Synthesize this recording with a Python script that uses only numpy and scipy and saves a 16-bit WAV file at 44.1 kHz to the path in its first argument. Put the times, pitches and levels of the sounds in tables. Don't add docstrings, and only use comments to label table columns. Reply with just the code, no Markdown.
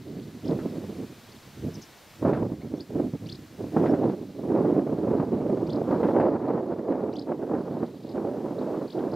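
import sys
import numpy as np
from scipy import signal
from scipy.fft import rfft, irfft, next_fast_len
from scipy.io import wavfile
from scipy.ndimage import uniform_filter1d, minimum_filter1d

SR = 44100
rng = np.random.default_rng(int(sys.argv[2]) if len(sys.argv) > 2 else 0)


def to_wav(s):
    ch = np.atleast_2d(s).T
    pcm = np.round(np.clip(ch, -1, 1) * 32767)
    wavfile.write(sys.argv[1], SR, pcm.astype(np.int16))


N = 403515


def from_db(db):
    return 10 ** (np.asarray(db) / 20)


def rms_one(x):
    return x / np.sqrt(np.mean(x ** 2) + 1e-20)


def in_time(rows):
    times_s, *columns = np.transpose(rows)
    return [np.interp(np.arange(N) / SR, times_s, column) for column in columns]


def at_hz(points, hz):
    points_hz, values = np.transpose(points)
    return np.interp(np.log(hz), np.log(points_hz), values)


def drift(corner_hz):
    pole = np.exp(-2 * np.pi * corner_hz * 20 / SR)
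    noise = rng.standard_normal(N // 20 + 4002)
    slow = signal.lfilter([1], [1, -2 * pole, pole * pole], noise)[4000:]
    return np.interp(np.arange(N) / 20, np.arange(len(slow)), rms_one(slow))


def panned(x, pan_db):
    return np.outer(from_db([pan_db / 2, -pan_db / 2]), x)


def coloured(x, points):
    size = next_fast_len(N)
    hz = np.maximum(np.fft.rfftfreq(size, 1 / SR), 1)
    return rfft(x, size) * from_db(at_hz(points, hz)), hz


def to_time(spectrum):
    return irfft(spectrum, next_fast_len(N))[..., :N]


# time_s, roar_db
GUSTS = [(0.0, -42.5), (0.18, -33.5), (0.38, -49), (0.51, -23), (0.64, -30), (0.66, -33), (0.71, -37.5),
         (0.76, -30.5), (0.92, -40), (0.97, -32), (1.22, -53.5), (1.5, -54), (1.68, -28.5), (1.91, -71),
         (2.14, -65.5), (2.27, -24), (2.6, -39.5), (2.78, -32.5), (2.85, -51.5), (2.9, -33), (3.0, -24),
         (3.11, -37.5), (3.16, -30.5), (3.18, -50), (3.24, -33), (3.49, -53), (3.64, -27.5), (3.72, -39),
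         (3.77, -19.5), (4.13, -28), (4.3, -39.5), (4.56, -21.5), (4.71, -22), (4.74, -21.5), (4.87, -28),
         (5.2, -20.5), (5.3, -26.5), (5.35, -25), (5.68, -28), (6.19, -21), (6.39, -28), (6.5, -26),
         (6.75, -34), (6.93, -25), (7.26, -35), (7.31, -25.5), (7.39, -39), (7.42, -32), (7.54, -24.5),
         (7.62, -30), (7.85, -27), (7.87, -37.5), (8.03, -41), (8.18, -30.5), (8.46, -31), (8.82, -27),
         (8.87, -39), (8.97, -31.5), (9.07, -25.5), (9.15, -32.5)]
USUAL_ROAR_DB = -25
FLUTTER_DB, FLUTTER_CORNER_HZ = 1.0, 16
MORE_FLUTTER_PER_DB = .12


def gusts():
    gust_db, = in_time(GUSTS)
    flutter_db = FLUTTER_DB + MORE_FLUTTER_PER_DB * np.maximum(USUAL_ROAR_DB - gust_db, 0)
    return gust_db + flutter_db * drift(FLUTTER_CORNER_HZ)


# time_s, peak_db, bright_edge_db
PUFFS = [(0.496, -13, -68), (0.589, -13.5, -40), (0.658, -11, -51), (2.226, -14.5, -47), (2.25, -8, -36),
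         (2.284, -30, -42), (2.328, -8, -31), (2.372, -13.5, -53), (2.652, -37, -62), (2.74, -13.5, -62),
         (2.984, -17, -48), (3.137, -12.5, -54), (3.744, -36, -49), (3.765, -4, -40), (3.858, -21, -32),
         (3.936, -4.5, -39), (4.092, -16, -44), (4.515, -18, -53), (4.753, -29, -52), (5.199, -5, -49),
         (5.911, -14.5, -42), (6.031, -6, -34), (6.164, -16, -45), (6.199, -10, -32.5), (6.92, -22, -42),
         (7.319, -10, -53), (7.466, -30.5, -53), (7.83, -10.5, -64), (8.179, -13, -65), (8.991, -32, -45)]


def after_puffs(db, fade_s):
    strikes = np.zeros(N)
    strikes[[round(row[0] * SR) for row in PUFFS]] = from_db(db)
    return signal.lfilter([1], [1, -np.exp(-1 / (fade_s * SR))], strikes + 1e-18)


# frequency_hz, density_db (per Hz)
ROAR = [(15, -68), (25, -53), (48, -26), (100, -10), (146, -4), (318, 1), (413, -2.5), (604, -8),
        (753, -14), (958, -19), (3000, -53), (3900, -66), (6600, -120)]
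# frequency_hz, level_db
ROAR_APART = [(30, -9), (100, -42), (300, -46), (800, -21.5), (2000, -44)]
# frequency_hz, power_share (0 to 1)
LUMPY_SHARE = [(40, 0.78), (125, 0.41), (300, 0.79), (600, 0.89)]


def eddy_pressure(roar_db, lump_db, puff_s, puff_crest_db, slap_db):
    peak_db = np.array(PUFFS)[:, 1]
    puffs = after_puffs(peak_db - puff_crest_db, puff_s) / from_db(roar_db)
    lumps = rms_one(from_db(lump_db * drift(50.0)))
    force = np.hypot(lumps, puffs)
    lumpy, apart, smooth = rng.standard_normal((3, N))
    kicks = after_puffs(peak_db + slap_db, 1e-6) / from_db(roar_db) * np.sign(apart)
    noises = np.array([lumpy * force + kicks, apart * force, smooth])
    (lumpy, apart, smooth), hz = coloured(noises, ROAR)
    share = np.clip(at_hz(LUMPY_SHARE, hz), 0, 1)
    shared = np.sqrt(share) * lumpy + np.sqrt(1 - share) * smooth
    return np.array([shared, from_db(at_hz(ROAR_APART, hz)) * apart]), hz


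# time_s, brightness_db
BRIGHTNESS = [(0, -7.5), (.45, -5), (.8, -2), (1.2, -3), (1.7, -8.5), (2.3, 5), (2.6, -1.5), (3.0, -4.5),
              (3.2, -5.5), (3.8, -1), (4.8, -3), (5.6, -1.5), (6.3, 3), (6.8, 2.5), (7.2, 3.5), (7.9, 1.5),
              (8.3, 3), (9.15, 2)]
BRIGHTER_PER_DB = 0.4041
# frequency_hz, share (dB per dB)
BRIGHTENING = [(30, -1), (100, -0.87), (300, 0.12), (800, 1.21), (1600, 1.44), (3000, 0.57)]
# time_s, lows_db
LOWS = [(0, -10), (.7, -2), (1.3, -1), (1.9, -3), (2.3, 22), (2.8, -6.5), (3.3, 1), (4.8, -6.5),
        (6.1, -0.5), (6.7, -6.5), (8.2, -2.5), (9.15, -6)]
# frequency_hz, share (dB per dB)
LOWS_SHARE = [(60, 0.7), (120, 0.63), (250, 0.014)]
# frequency_hz, left_minus_right_db
ROAR_BALANCE = [(40, -.6), (170, -1.2), (300, -2.9), (480, -4.4), (700, -1.3), (1000, 1.3), (2000, .1)]


def wind(lump_db, own_db, puff_s, puff_crest_db, slap_db):
    roar_db = gusts()
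    brightness_db = in_time(BRIGHTNESS)[0] + BRIGHTER_PER_DB * (roar_db - USUAL_ROAR_DB)
    lows_db, = in_time(LOWS)
    spectra, hz = eddy_pressure(roar_db, lump_db, puff_s, puff_crest_db, slap_db)
    out = np.zeros((2, N))
    for centre_hz in 25 * 2 ** np.arange(0, 8, .5):
        octaves_off = np.log2(hz / centre_hz)
        overlap = np.cos(np.pi * np.clip(octaves_off, -.5, .5)) ** 2
        shared, apart = to_time(spectra * overlap)
        band = panned(shared, at_hz(ROAR_BALANCE, centre_hz)) + np.outer([1, -1], apart)
        change_db = at_hz(BRIGHTENING, centre_hz) * brightness_db
        change_db += at_hz(LOWS_SHARE, centre_hz) * lows_db
        out += band * from_db(roar_db + change_db + own_db * drift(3.8))
    usual_rms = np.sqrt(np.mean(from_db(at_hz(ROAR, hz)) ** 2))
    return out / usual_rms


# frequency_hz, density_db (per Hz)
EDGE = [(700, -21), (1300, 10.5), (2000, -1), (3200, -15.5), (5000, -24), (8000, -52)]


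def puff_edges(fade_s, gain_db):
    spectrum, _ = coloured(rng.standard_normal(N), EDGE)
    rustle = rms_one(to_time(spectrum))
    edge_db = np.array(PUFFS)[:, 2] + gain_db
    softened = uniform_filter1d(after_puffs(edge_db, fade_s), size=130)
    return panned(rustle * softened, .3)


# pitch_hz, level_db
OCTAVE = [(1600, 16), (2300, 3.5), (2900, -1.5), (3300, -19), (3800, -21), (5000, -30)]


def whistle(rows, octave_db=0):
    times_s, pitches_hz, levels_db = np.transpose(rows)
    t = np.arange(times_s[0], times_s[-1], 1 / SR)
    pitch_hz = uniform_filter1d(np.interp(t, times_s, pitches_hz), size=25)
    phase = 2 * np.pi * np.cumsum(pitch_hz) / SR
    octave_gain = from_db(at_hz(OCTAVE, pitch_hz) + octave_db)
    tone = np.sin(phase) + octave_gain * np.sin(2 * phase)
    level = from_db(np.interp(t, times_s, levels_db))
    return tone * level * signal.windows.tukey(len(t), .2)


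def add(out, sound, start_s, level_db, pan_db):
    i = round(start_s * SR)
    out[:, i:i + len(sound)] += from_db(level_db) * panned(sound, pan_db)[:, :N - i]


SHOULDER_S, DIP_S, TOP_S, END_S = .0075, .0098, .013, .0172
DIP_SHARE, END_SHARE = .3, .15
START_DB, SHOULDER_DB, END_DB = -11, -3, -9


def call_note(start_hz, shoulder_hz, top_hz):
    dip_hz = shoulder_hz - DIP_SHARE * (shoulder_hz - start_hz)
    end_hz = start_hz + END_SHARE * (top_hz - start_hz)
    return whistle([(0, start_hz, START_DB),
                    (SHOULDER_S, shoulder_hz, SHOULDER_DB),
                    (DIP_S, dip_hz, SHOULDER_DB),
                    (TOP_S, top_hz, 0),
                    (END_S, end_hz, END_DB)])


# start_hz, shoulder_hz, top_hz, level_db (against the call)
CALL = [(1700, 2450, 3050, -12), (2650, 3600, 5100, 0), (2800, 4500, 5300, 0), (2850, 4150, 5150, -6)]
# start_s, level_db
CALLS_AT = [(3.2587, -38.5), (5.6642, -43), (7.1265, -42), (1.256, -52)]
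NOTE_EVERY_S, NEAR_PAN_DB = .0282, 2


def near_swallow():
    out = np.zeros((2, N))
    for start_s, call_db in CALLS_AT:
        for k, (*pitches_hz, note_db) in enumerate(CALL):
            add(out, call_note(*pitches_hz), start_s + k * NOTE_EVERY_S, call_db + note_db, NEAR_PAN_DB)
    return out


def hook(start_hz, top_hz, length_s):
    span_hz = top_hz - start_hz
    return whistle([(0, start_hz, -11),
                    (0.462 * length_s, start_hz + 0.396 * span_hz, -2),
                    (0.704 * length_s, top_hz, -1.5),
                    (length_s, start_hz + 0.25 * span_hz, -10.5)], octave_db=-13)


# start_s, level_db, start_hz, top_hz, length_s
NOTES = [ (0.442, -49.5, 2470, 5630, 0.024), (0.471, -47, 2790, 5400, 0.017),
         (0.507, -47, 3000, 4800, 0.0079), (1.734, -49, 4970, 6370, 0.015), (1.75, -44, 4850, 5900, 0.013),
         (1.81, -47, 4200, 6900, .016), (1.818, -52, 4170, 6800, 0.017), (1.832, -47, 4730, 5950, .011),
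         (2.602, -57, 2020, 2310, .035), (2.77, -55, 5200, 6400, 0.013), (2.777, -53, 3200, 3800, 0.011),
         (2.793, -51, 3270, 3800, 0.011), (2.802, -48, 3900, 5270, 0.011), (3.88, -57, 5200, 5500, 0.033),
         (8.03, -61, 2780, 5130, .016), (8.083, -57, 2950, 5200, .016), (8.111, -58, 3750, 5300, 0.016),
         (8.58, -53, 3300, 4700, 0.02), (8.614, -55, 2800, 5100, .019), (8.870, -56, 3540, 4730, .017),
         (8.898, -47, 2660, 5230, 0.014), (8.916, -50, 2870, 5300, 0.023), (8.982, -55, 2480, 4470, 0.02),
         (9.012, -64, 2870, 5240, 0.014), (9.111, -49, 3600, 5230, 0.011), (9.133, -50, 3840, 5040, .012), ]
FAR_PAN_DB = 2


def other_swallows():
    out = np.zeros((2, N))
    for start_s, level_db, start_hz, top_hz, length_s in NOTES:
        add(out, hook(start_hz, top_hz, length_s), start_s, level_db, FAR_PAN_DB)
    return out


# time_s, note_level_db
FLOCK = [(0, -69), (1.15, -67), (1.3, -67), (1.38, -68), (2.2, -74), (2.6, -75), (2.85, -77), (4.4, -69.5),
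         (5.0, -75), (5.6, -71), (6.3, -70.5), (7.3, -79), (7.6, -72.5), (8.1, -65.5), (8.2, -77),
         (8.9, -68), (9.15, -70)]
FLOCK_NOTES_PER_S = 240


def far_flock():
    out = np.zeros((2, N))
    for when, low, high, long, side in rng.random((round(FLOCK_NOTES_PER_S * N / SR), 5)):
        note = hook(2500 + 1400 * low, 4100 + 1300 * high, 0.01 + 0.0117 * long)
        add(out, note, when * (N - 1) / SR, 0, FAR_PAN_DB + 4.0 * (side - .5))
    return out * from_db(in_time(FLOCK)[0])


NEAR_SCATTER_DB, FAR_SCATTER_DB, SCATTER_T60_S = -11.5, -8, .18


def scattered(sound):
    t = np.arange(0, SCATTER_T60_S, 1 / SR)
    decay = from_db(-60 * t / SCATTER_T60_S) * (t > .004)
    echoes = rng.standard_normal((3, len(t))) * decay
    echoes = echoes[0] + 0.37 * echoes[1:]
    echoes /= np.linalg.norm(echoes, axis=1, keepdims=True)
    return signal.fftconvolve(sound, echoes, axes=1)[:, :N]


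def swallows():
    near = near_swallow() * from_db(1.5 * drift(150.0))
    far = (other_swallows() + far_flock()) * from_db(3.9 * drift(140.0))
    return near + far + scattered(from_db(NEAR_SCATTER_DB) * near + from_db(FAR_SCATTER_DB) * far)


# time_s, level_db
HISS_LEVEL = [(0, -56), (.6, -53), (2.15, -52), (2.4, -57.5), (3.8, -54), (4.0, -57), (5.3, -59),
              (6.12, -57.5), (6.3, -62.5), (6.9, -62.5), (8.7, -57.5), (9.15, -58)]
# frequency_hz, density_db (per Hz)
HISS = [(60, -2.5), (150, -1), (500, 2), (1000, -1), (2200, -4.5), (4900, -8), (6500, -11.5), (10000, -17),
        (12700, -15), (15500, -18)]
# frequency_hz, side_against_mid_db
HISS_APART = [(1000, -11), (4000, -40), (6000, -5), (9000, -11.5), (11000, -11), (12500, -40.5)]
# frequency_hz, left_minus_right_db
HISS_BALANCE = [(300, -4), (1000, 0), (2500, 1.45), (5500, -0.5), (9000, 1.2), (11500, 0)]


def hiss():
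    level_db, = in_time(HISS_LEVEL)
    (mid, side), hz = coloured(rng.standard_normal((2, N)), HISS)
    side = side * from_db(at_hz(HISS_APART, hz))
    lean = from_db(at_hz(HISS_BALANCE, hz) / 2)
    ports = to_time(np.array([mid * lean + side, mid / lean - side]))
    return from_db(level_db) * rms_one(ports)


def scene():
    roar = wind(lump_db=3.2, own_db=.9, puff_s=0.011, puff_crest_db=9, slap_db=9)
    return roar + puff_edges(fade_s=0.023, gain_db=-5.0) + swallows() + hiss()


LIMIT, CUTOFF_HZ = .335, 15640


def record(dry):
    wanted_gain = np.minimum(1, LIMIT / (np.abs(dry).max(axis=0) + 1e-9))
    gain = uniform_filter1d(minimum_filter1d(wanted_gain, size=441), size=441)
    low_pass = signal.ellip(12, .3, 70, CUTOFF_HZ, fs=SR, output="sos")
    return signal.sosfilt(low_pass, dry * gain)


dry = scene()
out = record(dry)
to_wav(out)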